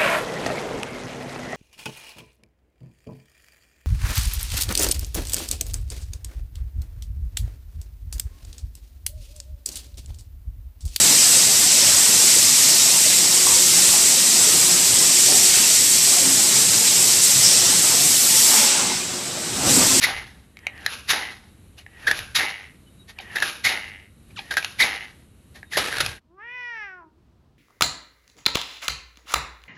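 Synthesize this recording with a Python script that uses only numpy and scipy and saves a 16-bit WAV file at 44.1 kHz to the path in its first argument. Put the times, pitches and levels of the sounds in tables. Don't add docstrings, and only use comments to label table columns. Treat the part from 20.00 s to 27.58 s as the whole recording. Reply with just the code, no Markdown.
import sys
import numpy as np
from scipy import signal
from scipy.fft import rfft, irfft, next_fast_len
from scipy.io import wavfile
from scipy.ndimage import uniform_filter1d, map_coordinates

SR = 44100
rng = np.random.default_rng(int(sys.argv[2]) if len(sys.argv) > 2 else 0)


def bounce(signal):
    frames = np.transpose(np.atleast_2d(signal))
    limited = np.clip(frames, -1, 1)
    pcm = np.round(limited * 32767).astype(np.int16)
    wavfile.write(sys.argv[1], SR, pcm)


N = 334278
T = np.arange(N) / SR

# (rush peak t/s, flutter level/dB, rush level/dB, flutter build-up/dB per s, rush build-up/dB per s)
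SNUFFLES = [(.915, -43, -42.5, 20, 169), (2.151, -34.5, -40, 119, 149), (3.45, -34, -37, 77.5, 151.5),
            (4.644, -42.5, -44, 71, 101), (6.02, -36, -41.5, 89, 201)]
SNUFFLE_LEAD_S = 0.05
# (f/Hz, relative level/dB)
BURST_AIR = [(100, -33.5), (350, -26), (600, -15.5), (800, -17), (1100, -9.5), (1900, 0.5), (2900, -4),
             (3900, -2), (5000, -5.5), (7000, -11), (8500, -28), (10000, -8), (11700, -12.5), (15000, -37)]


def undb(db):
    return 10 ** (np.asarray(db) / 20)


def unit(x):
    return x / np.sqrt(np.mean(x ** 2) + 1e-20)


def noise():
    return rng.standard_normal(N)


def band(x, lo_hz, hi_hz):
    sos = signal.butter(3, [lo_hz, min(hi_hz, .45 * SR)], "band", fs=SR, output="sos")
    return signal.sosfilt(sos, x)


def colour(x, points):
    hz, db = np.transpose(points)
    size = next_fast_len(N + 8192, True) // 2 * 2
    f = np.maximum(np.arange(size // 2 + 1) * SR / size, 1)
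    log_gain = np.log(undb(np.interp(np.log(f), np.log(hz), db)))
    cepstrum = irfft(log_gain)
    cepstrum[1:size // 2] *= 2
    cepstrum[size // 2 + 1:] = 0
    response = np.exp(rfft(cepstrum))
    return unit(irfft(rfft(x, size) * response)[:N])


def walk(rate):
    k = max(int(SR / rate), 2)
    return unit(uniform_filter1d(uniform_filter1d(noise(), k), k))


def envelope(start, hold, rise, fall, sag=0):
    t = T - start
    return undb(rise * np.minimum(t, 0) - sag * np.clip(t, 0, hold) - fall * np.maximum(t - hold, 0))


def gate(start, fade=0.0016):
    return np.exp(np.minimum(T - start, 0) / fade)


def echo(x, t60, lo_hz, hi_hz):
    t = T[:SR]
    tail = band(noise()[:SR], lo_hz, hi_hz) * undb(-60 * t / t60) * (t > .004)
    return signal.fftconvolve(x, tail / np.linalg.norm(tail))[:N]


def first_room_rumble():
    # (f/Hz, relative level/dB)
    room_spectrum = [(15, -40.5), (25, -16), (75, 3.5), (154, -7), (207, -6), (879, -28.5), (1180, -26.5),
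                     (1960, -30.5), (2930, -28.5), (3540, -34.5), (3830, -27.5), (5010, -40.5),
                     (10000, -30.5), (11800, -31), (15000, -70.5)]
    return colour(noise(), room_spectrum) * undb(-51 + 1.1 * walk(11))


def second_room_hush():
    # (f/Hz, relative level/dB)
    room_spectrum = [(25, -19), (58, 3.5), (130, -2.5), (250, -7.5), (500, -19), (1000, -21.5),
                     (2000, -31.5), (4000, -33.5), (8000, -43.5), (15000, -47.5)]
    rise_start_s, rise_length_s, rise_db = 6.99, 0.22, 4.5
    rise = np.clip((T - rise_start_s) / rise_length_s, 0, 1)
    return colour(noise(), room_spectrum) * undb(-63.5 + rise_db * rise + walk(9))


def buffeting():
    # (start t/s, length/s, level/dB)
    gust_table = [(0.035, 0.19, -47), (2.096, .22, -48), (5.788, 0.024, -47), (5.99, 0.1, -40)]
    slope = 251
    gusts = sum(undb(db) * envelope(s, length, slope, slope) for s, length, db in gust_table)
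    return unit(band(noise(), 37, 130)) * gusts


def puffs(bursts):
    strength = uniform_filter1d(np.abs(bursts), size=2500)
    return unit(band(noise(), 50, 220)) * strength * undb(-23.5)


def whistles():
    # (middle t/s, half length/s, f/Hz, level/dB)
    whistle_table = [(2.878, 0.015, 3000, -56), (2.905, 0.028, 3760, -67.5), (3.012, .022, 3830, -52),
                     (5.68, 0.027, 3720, -61)]
    wobble = np.cumsum(1 + 0.006 * walk(100)) / SR
    out = np.zeros(N)
    for s, half, hz, db in whistle_table:
        swell = np.exp(-((T - s) / half) ** 2)
        out += undb(db) * swell * np.sin(2 * np.pi * hz * wobble)
    return out


def flutter(rate, jitter, scatter_db):
    chance = rng.uniform(-1, 1, (3000, 2))
    at = (np.cumsum(np.exp(jitter * chance[:, 0])) * SR / rate).astype(int)
    pulses = np.zeros(N)
    pulses[at[at < N]] = undb(scatter_db * chance[at < N, 1])
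    return pulses


def air(points, grain_db):
    return colour(noise() * undb(grain_db * walk(900)), points)


def cavity_rattle(pulses, cavity, leak_db):
    return colour(unit(pulses) + undb(leak_db) * noise(), cavity)


def uneven_rush(points):
    rush = air(points, grain_db=1.5)
    rush = rush / np.std(band(rush, 4500, 7500))
    return rush * undb(1.5 * walk(50))


def sinking(x):
    sink_octaves, sink_s = .13, .09
    peaks = np.array(SNUFFLES)[:, 0] - SNUFFLE_LEAD_S
    nearest = np.abs(T - peaks[:, None]).argmin(axis=0)
    since = T - peaks[nearest]
    speed = 2 ** (-sink_octaves * np.tanh((since + .03) / sink_s))
    return map_coordinates(x, [np.cumsum(speed)], mode="mirror")


def snuffle_flow():
    hold_s, longest_s = 0.029, 0.21
    flutter_fall, rush_fall = 94, 138
    rattle = rush = 0
    for s, flutter_db, air_db, build, swell in SNUFFLES:
        peak = s - SNUFFLE_LEAD_S
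        shape = envelope(peak, hold_s, build, flutter_fall)
        rattle += undb(flutter_db) * shape * gate(peak - longest_s, fade=0.045)
        rush += undb(air_db) * envelope(s, hold_s, swell, rush_fall)
    return rattle, rush


def snuffling():
    # (f/Hz, relative level/dB)
    air_spectrum = [(120, -41), (200, -15), (602, -14.5), (775, -19), (1070, -12.5), (1510, -6.5),
                    (1910, -15), (2650, -3.5), (3230, -9), (5550, -14.5), (7150, -19), (8570, -52),
                    (9720, -12), (11600, -18), (15000, -55.5)]
    # (f/Hz, relative level/dB)
    nose_spectrum = [(200, -17), (800, -11.5), (1350, -16.5), (1750, 3.5), (2050, -9.5), (2400, -10),
                     (2800, -9.5), (4000, -39.5), (14000, -55)]
    rattle_gain, rush_gain = snuffle_flow()
    rattle = sinking(cavity_rattle(flutter(160, 0.23, 2.7), nose_spectrum, leak_db=3.5))
    rush = uneven_rush(air_spectrum)
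    return undb(-1.0) * rattle * rattle_gain + undb(-2.0) * rush * rush_gain


def rasp_flow():
    # (start t/s, rush level/dB, delay of full flutter/s, flutter length/s, flutter level/dB)
    rasp_table = [(0.067, -33.5, .11, 0.014, -29.5), (1.133, -32.5, 0.099, 0.048, -30),
                  (2.388, -33.5, .01, 0.26, -22), (3.692, -35.5, .005, 0.32, -22.5),
                  (4.839, -35, 0.0064, 0.19, -22.5)]
    rush_ebb, flutter_rise, flutter_sag, flutter_stall = 111, 124.5, 71.5, 203
    rattle = rush = 0
    for s, air_db, delay, length, flutter_db in rasp_table:
        shape = envelope(s + delay, length, flutter_rise, flutter_stall, flutter_sag)
        rattle += undb(flutter_db) * gate(s) * shape
        rush += undb(air_db) * gate(s) * envelope(s, 0, 0, rush_ebb)
    return rattle, rush


def rasping():
    # (f/Hz, relative level/dB)
    air_spectrum = [(120, -35), (200, -14), (602, -11.5), (789, -6), (1110, -11), (2060, -2), (2380, -10.5),
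                    (3800, -10), (6770, -19), (8120, -42), (8570, -54.5), (9380, -22), (10100, -14),
                    (13000, -33), (15000, -68.5)]
    # (f/Hz, relative level/dB)
    throat_spectrum = [(200, -24), (600, -22.5), (790, -16.5), (1100, -25.5), (1600, -7), (2050, 7.5),
                       (2450, -5), (2850, -0.5), (3600, -20), (6000, -59), (14000, -70)]
    rattle_gain, rush_gain = rasp_flow()
    rattle = cavity_rattle(flutter(104, .2, 4.3), throat_spectrum, leak_db=-5)
    rush = uneven_rush(air_spectrum)
    return undb(-3.5) * rattle * rattle_gain + undb(-0.5) * rush * rush_gain


def huff():
    # (start t/s, length/s, relative level/dB)
    huff_row = (5.785, 0.31, -27)
    # (f/Hz, relative level/dB)
    breath_spectrum = [(29, -75), (50, 0.5), (77, -5.5), (150, -8.5), (518, -2.5), (658, -4), (797, -7),
                       (987, -6.5), (1410, -1.5), (2070, -1), (3850, -5.5), (8460, -18.5), (10200, -12),
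                       (11800, -17), (15000, -55.5)]
    s, length, db = huff_row
    shape = gate(s) * envelope(s, length, 0, fall=203, sag=29.5)
    return air(breath_spectrum, grain_db=2.5) * shape * undb(db + walk(180))


def squeaks():
    # (start t/s, length/s, first f/Hz, last f/Hz, level/dB, overtone level/dB)
    squeak_table = [(3.183, 0.026, 1184, 658, -39, 3), (4.359, 0.045, 2083, 690, -34.5, 6),
                    (5.716, 0.027, 2240, 1752, -24, -18), (5.742, 0.026, 2090, 1705, -18.5, -12.5)]
    mouth_hz, mouth_width = 2700, 0.72
    out, wobble = np.zeros(N), 1 + 0.037 * walk(600)
    for s, length, first_hz, last_hz, db, overtones_db in squeak_table:
        near = (T > s) & (T < s + length)
        u = (T[near] - s) / length
        hz = first_hz * (last_hz / first_hz) ** (u ** .7) * wobble[near]
        phase = 2 * np.pi * np.cumsum(hz) / SR
        overtones = 0
        for k in range(2, 7):
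            detune = np.log(k * hz / mouth_hz) * 2 / mouth_width
            overtones = overtones + np.sin(k * phase) / (1 + detune ** 2)
        push = np.sqrt(np.sin(np.pi * u)) * (0.47 + np.exp(-((u - .75) / 0.051) ** 2))
        out[near] += undb(db) * push * (np.sin(phase) + undb(overtones_db) * overtones)
    return out


def snorts():
    # (peak t/s, rise/s, fall/s, air level/dB, squeal f/Hz, squeal level/dB, chest level/dB)
    snort_table = [(.033, 0.018, 0.013, -19.5, 2150, -29, -51.5),
                   (0.043, 0.0058, .013, -14.5, 2086, -10, -38),
                   (1.111, 0.018, 0.017, -13.5, 1990, -37.5, -40.5),
                   (1.791, 0.014, 0.02, -45, 2780, -46.5, -57),
                   (2.074, 0.0043, 0.022, -22.5, 1720, -11.5, -40),
                   (2.084, 0.0042, 0.0086, -37, 1616, -16, -31),
                   (2.113, 0.0008, 0.0036, -16, 1600, -7, -21.5),
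                   (2.356, 0.0061, 0.01, -18, 1880, -32.5, -55),
                   (2.364, 0.0047, 0.025, -18, 1870, -26, -48.5),
                   (2.398, 0.0068, 0.031, -33, 1844, -22.5, -37.5),
                   (3.101, 0.017, 0.014, -43.5, 1880, -45.5, -55),
                   (3.21, 0.0051, 0.029, -45.5, 1890, -48.5, -50),
                   (3.36, 0.0044, 0.016, -27.5, 1830, -23.5, -37),
                   (3.37, 0.003, 0.0017, -50, 1754, -13.5, -49),
                   (3.425, 0.0023, .006, -17, 1566, -8.5, -29.5),
                   (3.655, 0.01, 0.03, -16.5, 2000, -17, -52),
                   (3.671, 0.0047, 0.008, -34.5, 2084, -11.5, -33),
                   (4.31, 0.0076, 0.0071, -59.5, 2300, -53, -66),
                   (4.395, .02, 0.074, -46.5, 1800, -53.5, -55.5),
                   (4.511, 0.0029, 0.025, -29, 1650, -23, -38),
                   (4.571, .002, 0.014, -23.5, 1650, -18.5, -34.5),
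                   (4.581, 0.0031, 0.0066, -30, 1627, -17, -46),
                   (4.812, 0.016, 0.03, -18, 2080, -10.5, -36.5),
                   (4.827, 0.0056, 0.0078, -41.5, 3860, -15, -39),
                   (5.564, 0.014, 0.023, -46, 1906, -48, -52.5), (5.74, 0.02, 0.089, -31.5, 1854, -43, -49),
                   (5.776, 0.0053, 0.014, -15, 1800, -44.5, -19.5),
                   (6.007, 0.0037, 0.0091, -16, 1446, -19, -24.5)]
    rush = air(BURST_AIR, grain_db=1.5)
    wobble = np.cumsum(1 + .07 * walk(700)) / SR
    shake = undb(1.1 * walk(400))
    chest = unit(band(noise(), 310, 920))
    out = np.zeros(N)
    for s, rise, fall, air_db, hz, squeal_db, chest_db in snort_table:
        near = np.abs(T - s) < .15
        t, phase = T[near] - s, 2 * np.pi * hz * wobble[near]
        shape = np.exp(-np.where(t < 0, (t / rise) ** 2, t / fall))
        tone = np.sin(phase) + undb(-17) * np.sin(2 * phase)
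        squeal = np.sqrt(2 * shape) * shake[near] * tone
        burst = undb(air_db) * rush[near] + undb(squeal_db) * squeal + undb(chest_db) * chest[near]
        out[near] += shape * burst
    return out


def clicks():
    # (t/s, level/dB, settled ring f/Hz, snap level/dB)
    click_table = [(0.57, -27.5, 2080, -3), (0.59, -38.5, 2060, 13.5), (0.6681, -5.5, 2090, -4.5),
                   (.778, -34, 2000, 8.5), (.8626, -3.5, 1670, 1), (1.864, -24, 1740, -13),
                   (2.1904, -21.5, 2510, 14), (3.1877, -19, 2270, 0.5), (3.385, -18.5, 1720, 7.5),
                   (3.402, -18, 1650, 5.5), (3.478, -15, 1500, 3), (4.5402, -16, 1640, 3),
                   (4.569, -3, 1625, -4), (4.627, -15.5, 2290, 0.5), (4.646, -9, 2520, 3.5),
                   (5.6298, -22, 1640, -13), (5.9262, -10, 1590, -1), (5.9418, -12.5, 1550, -3),
                   (5.954, -18, 1475, -1), (5.969, -24, 1500, 8), (5.9835, -15.5, 1430, 8.5),
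                   (6.0621, -11.5, 2470, 4), (6.1825, -32, 1795, -14)]
    out, t, hiss = np.zeros(N), np.arange(2000) / SR, colour(noise(), BURST_AIR)
    knock = undb(-14) * np.sin(2 * np.pi * 750 * t) * np.exp(-t / 0.0013)
    onset = 1 - np.exp(-t / 0.00046)
    for s, db, hz, treble_db in click_table:
        at = int(s * SR) + np.arange(len(t))
        ring_hz = hz * (1 + .3 * np.exp(-t / 0.001))
        ring = np.sin(2 * np.pi * np.cumsum(ring_hz) / SR) * np.exp(-t / .002)
        snap = hiss[at] * np.exp(-t / .0014)
        snap = snap / np.abs(snap).max() * undb(treble_db - 2)
        out[at] += undb(db) * (undb(-1) * ring + snap + knock) * onset
    return out


def slipper(x):
    # (f/Hz, width/Hz, level over the direct sound/dB)
    resonances = [(789.3, 29, 2), (913, 25, -4), (1257, 25, -4), (1510, 25, -10.5), (1690, 8.3, -11),
                  (1910, 5.9, -4), (2250, 35, -12), (2486, 11, -7), (3400, 4.1, -9), (3810, 14, -2.5),
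                  (3720, 50, -0.5), (4140, 55, -3.5)]
    out = x
    for hz, width, db in resonances:
        b, a = signal.iirpeak(hz, hz / width, fs=SR)
        out = out + undb(db) * signal.lfilter(b, a, x)
    return out


def hoarseness(t):
    # (middle t/s, half length/s, hoarseness level/dB)
    crack_table = [(6.765, .022, -15), (7.035, .035, -7)]
    onset_db, clear_db, rough_until_s, clearing_db_per_s = -18, -30, 6.48, 70
    base_db = np.clip(onset_db - clearing_db_per_s * (t - rough_until_s), clear_db, onset_db)
    return undb(base_db) + sum(undb(db) * np.exp(-((t - s) / half) ** 2) for s, half, db in crack_table)


def meow():
    # (t/s, f/Hz)
    pitch_table = [(6.29, 313.3), (6.36, 382.7), (6.38, 386), (6.45, 468), (6.55, 501), (6.71, 476.4),
                   (6.906, 376.5), (6.976, 361), (7.008, 345), (7.02, 322.2), (7.04, 335), (7.06, 310)]
    # (t/s, main resonance f/Hz)
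    mouth_table = [(6.28, 750), (6.37, 1020), (6.425, 1754), (6.52, 2160), (6.76, 1846), (6.84, 1910),
                   (6.9, 1720), (6.96, 1460), (7.01, 1160), (7.1, 935)]
    # (multiple of the main resonance, relative level/dB)
    voice_table = [(.3, -13), (.5, -6.5), (.72, -9), (.9, 4.5), (1, 5), (1.25, -7), (1.5, -14.5),
                   (1.8, -23.5), (2.4, -33), (2.8, -42), (3.3, -46), (4, -72)]
    # (f/Hz, relative level/dB)
    head_table = [(3200, 0), (3900, -4), (4300, -8), (4900, -4), (5450, 1), (5900, -4), (6400, -18),
                  (7000, -34), (10000, -45)]
    # (f/Hz, width/Hz, gain level/dB)
    lift_row = (2600, 300, 3)
    # (start t/s, length/s, gain level/dB)
    push_row = (6.607, 0.22, 6.5)
    lift_hz, lift_width_hz, lift_db = lift_row
    push_s, push_length, push_db = push_row
    s, pitch = np.transpose(pitch_table)
    near = (T > s[0] - .1) & (T < s[-1] + .1)

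    tremble = 1 + .0018 * walk(120)
    hz = (uniform_filter1d(np.interp(T, s, pitch), size=1200) * tremble)[near]
    phase = 2 * np.pi * np.cumsum(hz) / SR
    mouth = np.interp(T[near], *np.transpose(mouth_table))
    k = np.arange(2, 22)[:, None]
    lowpass = signal.butter(2, 170, fs=SR, output="sos")
    blur = signal.sosfilt(lowpass, rng.standard_normal((2, len(k), len(hz))))
    upper = np.clip((k * hz - 3200) / 800, 0, 1)
    hoarse = hoarseness(T[near]) * k * hz / 2000 + .22 * upper
    partials = (1 + hoarse * unit(blur[0])) * np.sin(k * phase) + hoarse * unit(blur[1]) * np.cos(k * phase)
    partials = partials / np.sqrt(1 + 2 * hoarse ** 2)

    oral = (1 - upper) * undb(np.interp(k * hz / mouth, *np.transpose(voice_table)))
    oral = oral * undb(lift_db * np.exp(-((k * hz - lift_hz) / lift_width_hz) ** 2))
    head = upper * undb(np.interp(k * hz, *np.transpose(head_table)))

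    push = envelope(push_s, push_length, rise=112, fall=135.5)[near]
    voicing = envelope(s[0] + 0.024, s[-1] - s[0], rise=400, fall=400)[near]
    lips_open_s, lips_close_s = 6.385, 7.03
    lips = envelope(lips_open_s, lips_close_s - lips_open_s, rise=597, fall=263.5)[near]
    lips = np.maximum(lips, undb(-14) * voicing)
    loudness = undb(-40.5 + 10 * np.log2(mouth / 2000) + push_db * push)
    head_gain = undb(-61) * push
    hum = undb(-60) * voicing

    voice = np.zeros(N)
    voice[near] = np.sqrt(2) * hum * np.sin(phase)
    for weights, gain in ((oral, loudness), (head, head_gain)):
        level = np.sqrt(np.sum(weights ** 2, axis=0) / 2)
        voice[near] += lips * gain * np.sum(weights * partials, axis=0) / level
    strain = np.clip((hz - 460) / 40, 0, 1)
    voice[near] *= 1 + 2 * undb(-29) * strain * np.sin(phase / 2)
    return voice


def scene():
    bursts = snorts()
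    cat = slipper(snuffling() + rasping() + huff() + squeaks() + bursts + clicks()) * undb(-0.5)
    cat = cat + undb(-18) * echo(cat, t60=.12, lo_hz=272, hi_hz=4940)
    first_room = cat + buffeting() + puffs(bursts) + whistles() + first_room_rumble()

    call = meow()
    short_tail = undb(-23.5) * echo(call, t60=0.29, lo_hz=700, hi_hz=4000)
    low_tail = undb(-25.5) * echo(call, t60=1.4, lo_hz=241.2, hi_hz=394)
    kitten = call + short_tail + low_tail

    change_s, crossfade_s = 6.2, 0.03
    first = np.clip((change_s - T) / crossfade_s, 0, 1)
    return (first * first_room + (1 - first) * second_room_hush() + kitten)[None]


def record(dry):
    ceiling, top_hz = 0.53, 15800
    rounded = ceiling * np.tanh(dry / ceiling)
    return signal.sosfilt(signal.ellip(8, .2, 70, top_hz, fs=SR, output="sos"), rounded)


dry = scene()
out = record(dry)
bounce(out)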